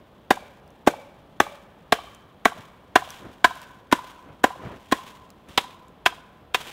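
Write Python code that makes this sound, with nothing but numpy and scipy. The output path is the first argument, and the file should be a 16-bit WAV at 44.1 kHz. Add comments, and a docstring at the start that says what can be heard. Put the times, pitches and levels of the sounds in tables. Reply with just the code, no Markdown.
"""Over quiet air, a flat wooden board knocks against the butt ends of reed thatch, about twice a second.
Each blow crushes the reeds for a few milliseconds and drives the board's modes; ground and trees answer.
Between blows the straw rustles, single stalks snap, and a few dull scuffs sound.
The loudest knocks overload the microphone."""
import sys
import numpy as np
from scipy import signal
from scipy.fft import rfft, irfft
from scipy.io import wavfile

SR = 44100
rng = np.random.default_rng(int(sys.argv[2]) if len(sys.argv) > 2 else 0)


def generate_wav(signal):
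    """Clip the signal to [-1, 1] and save it as 16-bit WAV at the path in sys.argv[1]."""
    frames = np.transpose(np.atleast_2d(signal))
    scaled = np.clip(frames, -1, 1) * 32767
    pcm = np.round(scaled).astype(np.int16)
    wavfile.write(sys.argv[1], SR, pcm)


N = 296352
BLOW_S = .04  # rms window of a blow, centred on the push


def from_db(db):
    """Decibels to gain."""
    return 10 ** (np.asarray(db) / 20)


def rms_one(x):
    """Scale to unit rms."""
    return x / np.sqrt(np.mean(x ** 2) + 1e-20)


def add(out, start_s, x):
    """Mix x in from start_s."""
    i = int(round(start_s * SR))
    out[i:i + len(x)] += x[:max(len(out) - i, 0)]


def band(x, low_hz, high_hz, order=2):
    """Causal band-pass."""
    sos = signal.butter(order, [low_hz, min(high_hz, .48 * SR)], "band", fs=SR, output="sos")
    return signal.sosfilt(sos, x)


def colour(x, spectrum):
    """Shape x by a smooth spectrum; rms 1."""
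    hz, db = np.transpose(spectrum)
    bins_hz = np.maximum(np.fft.rfftfreq(len(x), 1 / SR), 1)
    gain = from_db(np.interp(np.log(bins_hz), np.log(hz), db))
    return rms_one(irfft(rfft(x) * gain, len(x)))


def resonate(x, hz, width_hz):
    """One damped mode."""
    r = np.exp(-np.pi * width_hz / SR)
    return signal.lfilter([1, 0, -1], [1, -2 * r * np.cos(2 * np.pi * hz / SR), r * r], x + 1e-18)


def grains(samples, per_s, spread_db):
    """Random clicks of unequal size."""
    sizes = from_db(spread_db * np.minimum(rng.exponential(1, samples), 4))
    return (rng.random(samples) < per_s / SR) * sizes * rng.choice([-1, 1], samples)


def drift(per_s):
    """Random curve through Gaussian knots."""
    knots = rng.standard_normal(N // 20)
    return np.interp(np.arange(N) / SR * per_s, np.arange(len(knots)), knots)


# Air spectrum: freq_hz, gain_db
AIR_SPECTRUM = [(25, -12), (55, 0.5), (110, -1), (190, 0.5), (330, -4.5), (600, -5.5), (1000, -9.5),
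                (1450, -16), (2300, -23.5), (3300, -21.5), (4500, -32), (7000, -44), (16000, -38)]


def air(level_db=-52.5):
    """A steady, low wash of air."""
    return from_db(level_db) * colour(rng.standard_normal(N), AIR_SPECTRUM)


# Level law, one row per part in blow(): base_db, force_share, flat_db, place_db, brittle_share
PART_LAWS = [(-45.5, 0.26, 7.5, 2.5, 0.53), (-40.5, 0.91, 27, 0, 0.23), (-40, 0.28, 12, 15.5, 0.085),
             (-30, 0.88, 3, 14, 0.5), (-16.5, 1.04, 3.5, -10, 0.16), (-17, 1.17, -4, -4.5, 0),
             (-18, 0.18, -10.5, -3, 0.95), (-33.5, 0.27, 0, -1, 0.36)]


def part_levels(force_db, flatness, place, brittle_db):
    """Hard blows drive the board, flat ones the bundle; place weights the modes; brittle reeds crack."""
    return np.array(PART_LAWS) @ [1, force_db, flatness, place, brittle_db]


# Splinter spectrum: freq_hz, gain_db
SPLINTER_SPECTRUM = [(2000, -34.5), (3800, -20), (5000, 1.5), (7500, 3), (10000, -3.5), (16000, -5)]


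def blow(lead_s, crush_s, levels_db, knock_hz, ring_hz, clack_hz, graze_db=-17, rise_s=.00064):
    """The board grazes the longest reeds, then hits the bundle: a push and stalk clicks drive modes."""
    t = np.arange(int(2.5 * BLOW_S * SR)) / SR - BLOW_S / 2
    yield_s = t + .00089  # reeds give just before the full push
    touching = t > -lead_s
    crush = np.exp(-(np.maximum(yield_s, 0) / (1.8 * crush_s)) ** 2)
    crush += .21 * np.exp(-np.abs(yield_s) / .015)
    graze = np.exp(-np.abs(yield_s) / rise_s) + from_db(graze_db) * touching
    contact = np.where(yield_s < 0, graze, crush)
    # so many stalks give at once that their clicks merge into noise
    stalks = [rms_one(rng.standard_normal(len(t)) * contact) for _ in range(4)]
    push = rms_one(np.exp(-.5 * (t / .00016) ** 2))
    force = push + stalks[0]

    roof_bump = band(push, 66, 140, order=1)
    bundle_thud = band(resonate(force, 293, 170), 196, 490)
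    bundle_body = band(resonate(force, 356, 210), 332.5, 790)
    # the board's bending modes, damped by the reeds
    knock = band(resonate(force, knock_hz, 170), 650, 816, order=1)
    ring = band(resonate(force + stalks[1], ring_hz, 90), 790, 1055, order=1)
    clack_mode = rms_one(resonate(stalks[1], clack_hz, 186))
    clack = band(clack_mode + rms_one(band(stalks[0], 1110, 1790)), 844, 2700)
    reed_crack = band(stalks[2], 2090, 3784, order=3) + from_db(-13) * band(stalks[1], 3870, 5800)
    splinters = colour(stalks[3], SPLINTER_SPECTRUM) * touching
    parts = [roof_bump, bundle_thud, bundle_body, knock, ring, clack, reed_crack, splinters]

    delay_s = .0036 * (1 + .2495 * rng.uniform(-1.13, 1))  # the ground path varies per blow
    mix = sum(from_db(db) * rms_one(with_ground(part, delay_s)) for part, db in zip(parts, levels_db))
    return mix * np.sqrt(BLOW_S * SR / len(t))


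# Board strokes: start_s, lead_s, crush_s, force_db, flatness (0 glancing, 1 flat),
# place (0-1 along the board), brittle_db, knock_hz, ring_hz, clack_hz, slide_db
STROKES = [(0.307, 0.0028, 0.0045, 1.7, 0.65, 0.83, -2, 774, 957, 1650, -57),
           (0.874, 0.0093, .0048, -0.7, 0.96, 0.92, 1, 798, 1010, 1500, -58),
           (1.4025, 0.0024, 0.0036, 2.5, 0.59, 0.7, -2, 825, 1120, 1750, -55.5),
           (1.924, 0.0023, 0.0032, 0.3, 0.53, 0.72, 2, 757, 1067, 1720, -54.5),
           (2.4556, 0.006, 0.0019, 1.5, 0.58, 0.64, 0.5, 740, 1100, 1520, -56),
           (2.9575, 0.0034, 0.0042, 4.5, 0.58, 0.65, 1, 756, 1005, 1650, -48),
           (3.4447, 0.0024, 0.0048, 4.5, 0.37, 0.51, -0.5, 760, 1007, 1560, -51.5),
           (3.9263, 0.012, 0.0033, -1.8, 0.87, 0.16, 1, 787, 992, 1570, -51.5),
           (4.4409, 0.0059, 0.0037, 2.5, 0.7, 0.77, -1.5, 745, 970, 1740, -57.5),
           (4.9232, 0.01, 0.0033, -1.8, 0.82, 0.43, -2, 656, 1052, 1760, -50),
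           (5.5775, 0.0017, 0.0044, -5, 0.46, 0.49, 4, 820, 974, 1630, -57),
           (6.0613, 0.0056, 0.0045, -0.5, 0.033, 0.62, -1, 834, 1010, 1530, -61.5),
           (6.546, 0.0063, 0.0059, -6, 0.082, .63, -2.5, 750, 986, 1600, -43)]


def beating():
    """All blows; each has its own knock, ring and clack pitch, and place shifts their balance."""
    out = np.zeros(N)
    for start_s, lead_s, crush_s, *stroke, knock_hz, ring_hz, clack_hz, _ in STROKES:
        hit = blow(lead_s, crush_s, part_levels(*stroke), knock_hz, ring_hz, clack_hz)
        add(out, start_s - BLOW_S / 2, hit)
    return out


def with_ground(x, delay_s, level_db=-9.5):
    """The ground returns a duller, delayed copy."""
    i = np.arange(len(x))
    dull = signal.lfilter([.4], [1, -.6], x)
    return x + from_db(level_db) * np.interp(i - delay_s * SR, i, dull, left=0)


# Spectrum of rubbing reeds: freq_hz, gain_db
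SHIVER_SPECTRUM = [(500, 1), (1200, 1), (2200, 0.5), (3500, 0.5), (4400, -7.5), (7000, -6), (11000, -11.5),
                   (16000, -17.5)]


def reed_shiver(quick_t60_s=.17, slow_t60_s=.37, clump_db=2.5):
    """Jolted reeds rub and settle: a dry hiss after each blow."""
    t = np.arange(SR) / SR
    settle = from_db(-3 - 60 * t / quick_t60_s) + from_db(-11 - 60 * t / slow_t60_s)
    settle *= 1 - np.exp(-t / .00077)
    envelope = np.zeros(N)
    for start_s, _, _, *stroke, _, _, _, _ in STROKES:
        splinter_db = part_levels(*stroke)[-1]
        add(envelope, start_s, from_db(splinter_db) * settle)
    rubbing = grains(N, per_s=10000, spread_db=1) * from_db(clump_db * drift(per_s=120))
    return envelope * colour(rubbing, SHIVER_SPECTRUM)


# Modes of the freed board: pitch_hz, level_db, t60_s, strongest_at_s, half_gain_offset_s
BOARD_MODES = [(565, -41, 1, .95, .8), (1160, -47, 1.2, 2, .5), (1018, -41, 1.3, 4.2, 1.55),
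               (1530, -47.5, 1.3, 3.5, .45), (2310, -48, .75, 1.1, 1.6), (3100, -46.5, .82, 1.95, .35)]


def board_after_ring(blur_hz=34, attack_s=.0047):
    """The freed board sings on faintly; each mode comes and goes over the series of blows."""
    out, t = np.zeros(N), np.arange(SR) / SR
    for hz, db, t60_s, strongest_at_s, half_gain_offset_s in BOARD_MODES:
        decay = from_db(db - 60 * t / t60_s) * (1 - np.exp(-t / attack_s))
        tone = np.sin(2 * np.pi * hz * t)
        for start_s, *_ in STROKES:
            # scatter among the trees blurs each mode
            blur = rms_one(band(rng.standard_normal(2 * SR), hz - blur_hz, hz + blur_hz, order=1)[SR:])
            gain = .5 ** (((start_s - strongest_at_s) / half_gain_offset_s) ** 2)
            add(out, start_s, gain * rms_one(blur + .5 * tone) * decay)
    return out


# Scatter from roof and trees, per octave: centre_hz, near_db, near_t60_s, far_db, far_t60_s
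SCATTER_BANDS = [(119, -38, 0.2, -17.5, 1.2), (236, -37, .11, -29.5, 0.55), (468, -13.5, 0.1, -35.5, 0.62),
                 (1103, -20.5, 0.1, -26.5, 1.39), (1850, -28.5, .11, -30, 1.4),
                 (3970, -33.5, 0.087, -20.5, 0.48), (7900, -28, .12, -34, .6)]
# Echoes from trunks and hut: delay_s, level_db, low_hz, high_hz
TRUNK_ECHOES = [(.025, -22, 470, 600), (.0625, -22, 720, 1200), (.114, -25.5, 520, 690)]


def woodland_reverb(x, build_s=.0028):
    """Quick scatter from the roof, a few dull echoes, a long faint tail from the trees."""
    t = np.arange(int(1.5 * SR)) / SR
    response = np.zeros(len(t))
    for hz, near_db, near_t60_s, far_db, far_t60_s in SCATTER_BANDS:
        noise = band(rng.standard_normal(len(t)), hz / np.sqrt(2), hz * np.sqrt(2), order=3)
        for db, t60_s in ((near_db, near_t60_s), (far_db, far_t60_s)):
            decay = from_db(-60 * t / t60_s) * (1 - np.exp(-(t / build_s) ** 2))
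            response += from_db(db) * noise * decay / np.sqrt(np.sum(decay ** 2))
    for delay_s, db, low_hz, high_hz in TRUNK_ECHOES:
        add(response, delay_s, from_db(db) * band(signal.unit_impulse(SR // 20), low_hz, high_hz))
    return signal.fftconvolve(x, response)[:N]


def stir(length_s, attack_s=.028, settle_s=.063):
    """Envelope of disturbed straw: quick to start, slow to settle after length_s."""
    t = np.arange(SR) / SR
    return np.minimum(t / attack_s, 1) * np.exp(-np.maximum(t - length_s, 0) / settle_s)


# Spectrum of sliding straw: freq_hz, gain_db
STRAW_SPECTRUM = [(300, -1.5), (900, 1), (2000, -1.5), (3400, 1.5), (4500, -9), (7000, -10.5), (11000, -17),
                  (16000, -17.5)]


def straw_rustle(idle_db=-70, clump_db=3):
    """Straw crackles in clumps as the board is drawn back over it, and with each scuff."""
    envelope = np.full(N, from_db(idle_db))
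    for start_s, *_, slide_db in STROKES:
        slide_s = .17 * 2 ** ((slide_db + 51) / 13.5)  # a louder slide lasts longer
        add(envelope, start_s + .0098, from_db(slide_db) * stir(slide_s))
    for start_s, length_s, _, straw_db in DULL_SCUFFS:
        add(envelope, start_s + .25 * length_s, from_db(straw_db) * stir(length_s))
    crackle = grains(N, per_s=5000, spread_db=3.8) * from_db(clump_db * drift(per_s=110))
    return envelope * colour(crackle, STRAW_SPECTRUM)


# Breaking stalks: start_s, relative_db
STALK_SNAPS = [(0.6775, -48), (0.7048, -49), (2.148, -38), (3.1049, -25.5), (3.5553, -34), (3.617, -33.5),
               (5.3036, -38), (5.4879, -44), (5.7454, -52), (5.8825, -45.5)]


def stalk_snaps(gain_db=-5.5, decay_s=.0009, tail_s=.0056):
    """Single stalks snap, each a bright click with one resonance."""
    out, t = np.zeros(N), np.arange(SR // 50) / SR
    envelope = np.exp(-t / decay_s) + .12 * np.exp(-t / tail_s)
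    for start_s, db in STALK_SNAPS:
        noise = rng.standard_normal(len(t))
        crack = rms_one(band(noise, 1800, 13000, order=1))
        mode = rms_one(resonate(noise, rng.uniform(4000, 9000), 1300))
        add(out, start_s, from_db(db + gain_db) * rms_one(crack + .7 * mode) * envelope)
    return out


def brush(length_s, edge_hz):
    """One soft, low swell of grains."""
    swell = signal.windows.tukey(int(length_s * SR), .75)
    grit = band(grains(len(swell), per_s=2500, spread_db=1.3), 79, edge_hz, order=1)
    return swell * rms_one(band(grit, 44, 2400))


# Dull scuffs with a bump and a rustle of straw: start_s, length_s, level_db, straw_db
DULL_SCUFFS = [(2.533, .1, -49.5, -71), (3.168, 0.19, -45.5, -66), (4.209, 0.18, -50, -77),
               (4.538, .28, -40.5, -60.5), (5.455, 0.065, -50.5, -50)]


def scuffs(bump_db=6, bump_s=.041):
    """Soft, low brushing between the blows, each with a short bump partway through."""
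    out = np.zeros(N)
    for start_s, length_s, db, _ in DULL_SCUFFS:
        add(out, start_s, from_db(db) * brush(length_s, edge_hz=400))
        add(out, start_s + .38 * length_s, from_db(db + bump_db) * brush(bump_s, edge_hz=160))
    return out


def scene():
    """Blows and straw among the trees, over quiet air; mono."""
    work = beating() + reed_shiver() + stalk_snaps() + straw_rustle()
    return (work + woodland_reverb(work) + board_after_ring() + scuffs() + air())[None]


def record(dry):
    """Rumble cut, overload that flattens the highest peaks, steep treble cut."""
    rumble_cut = signal.butter(1, 25, "high", fs=SR, output="sos")
    treble_cut = signal.ellip(10, .1, 80, 15650, fs=SR, output="sos")
    x = signal.sosfilt(rumble_cut, dry)
    clipped = x / (1 + np.abs(x) ** 12) ** (1 / 12)
    return signal.sosfilt(treble_cut, clipped)


dry = scene()
out = record(dry)
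generate_wav(out)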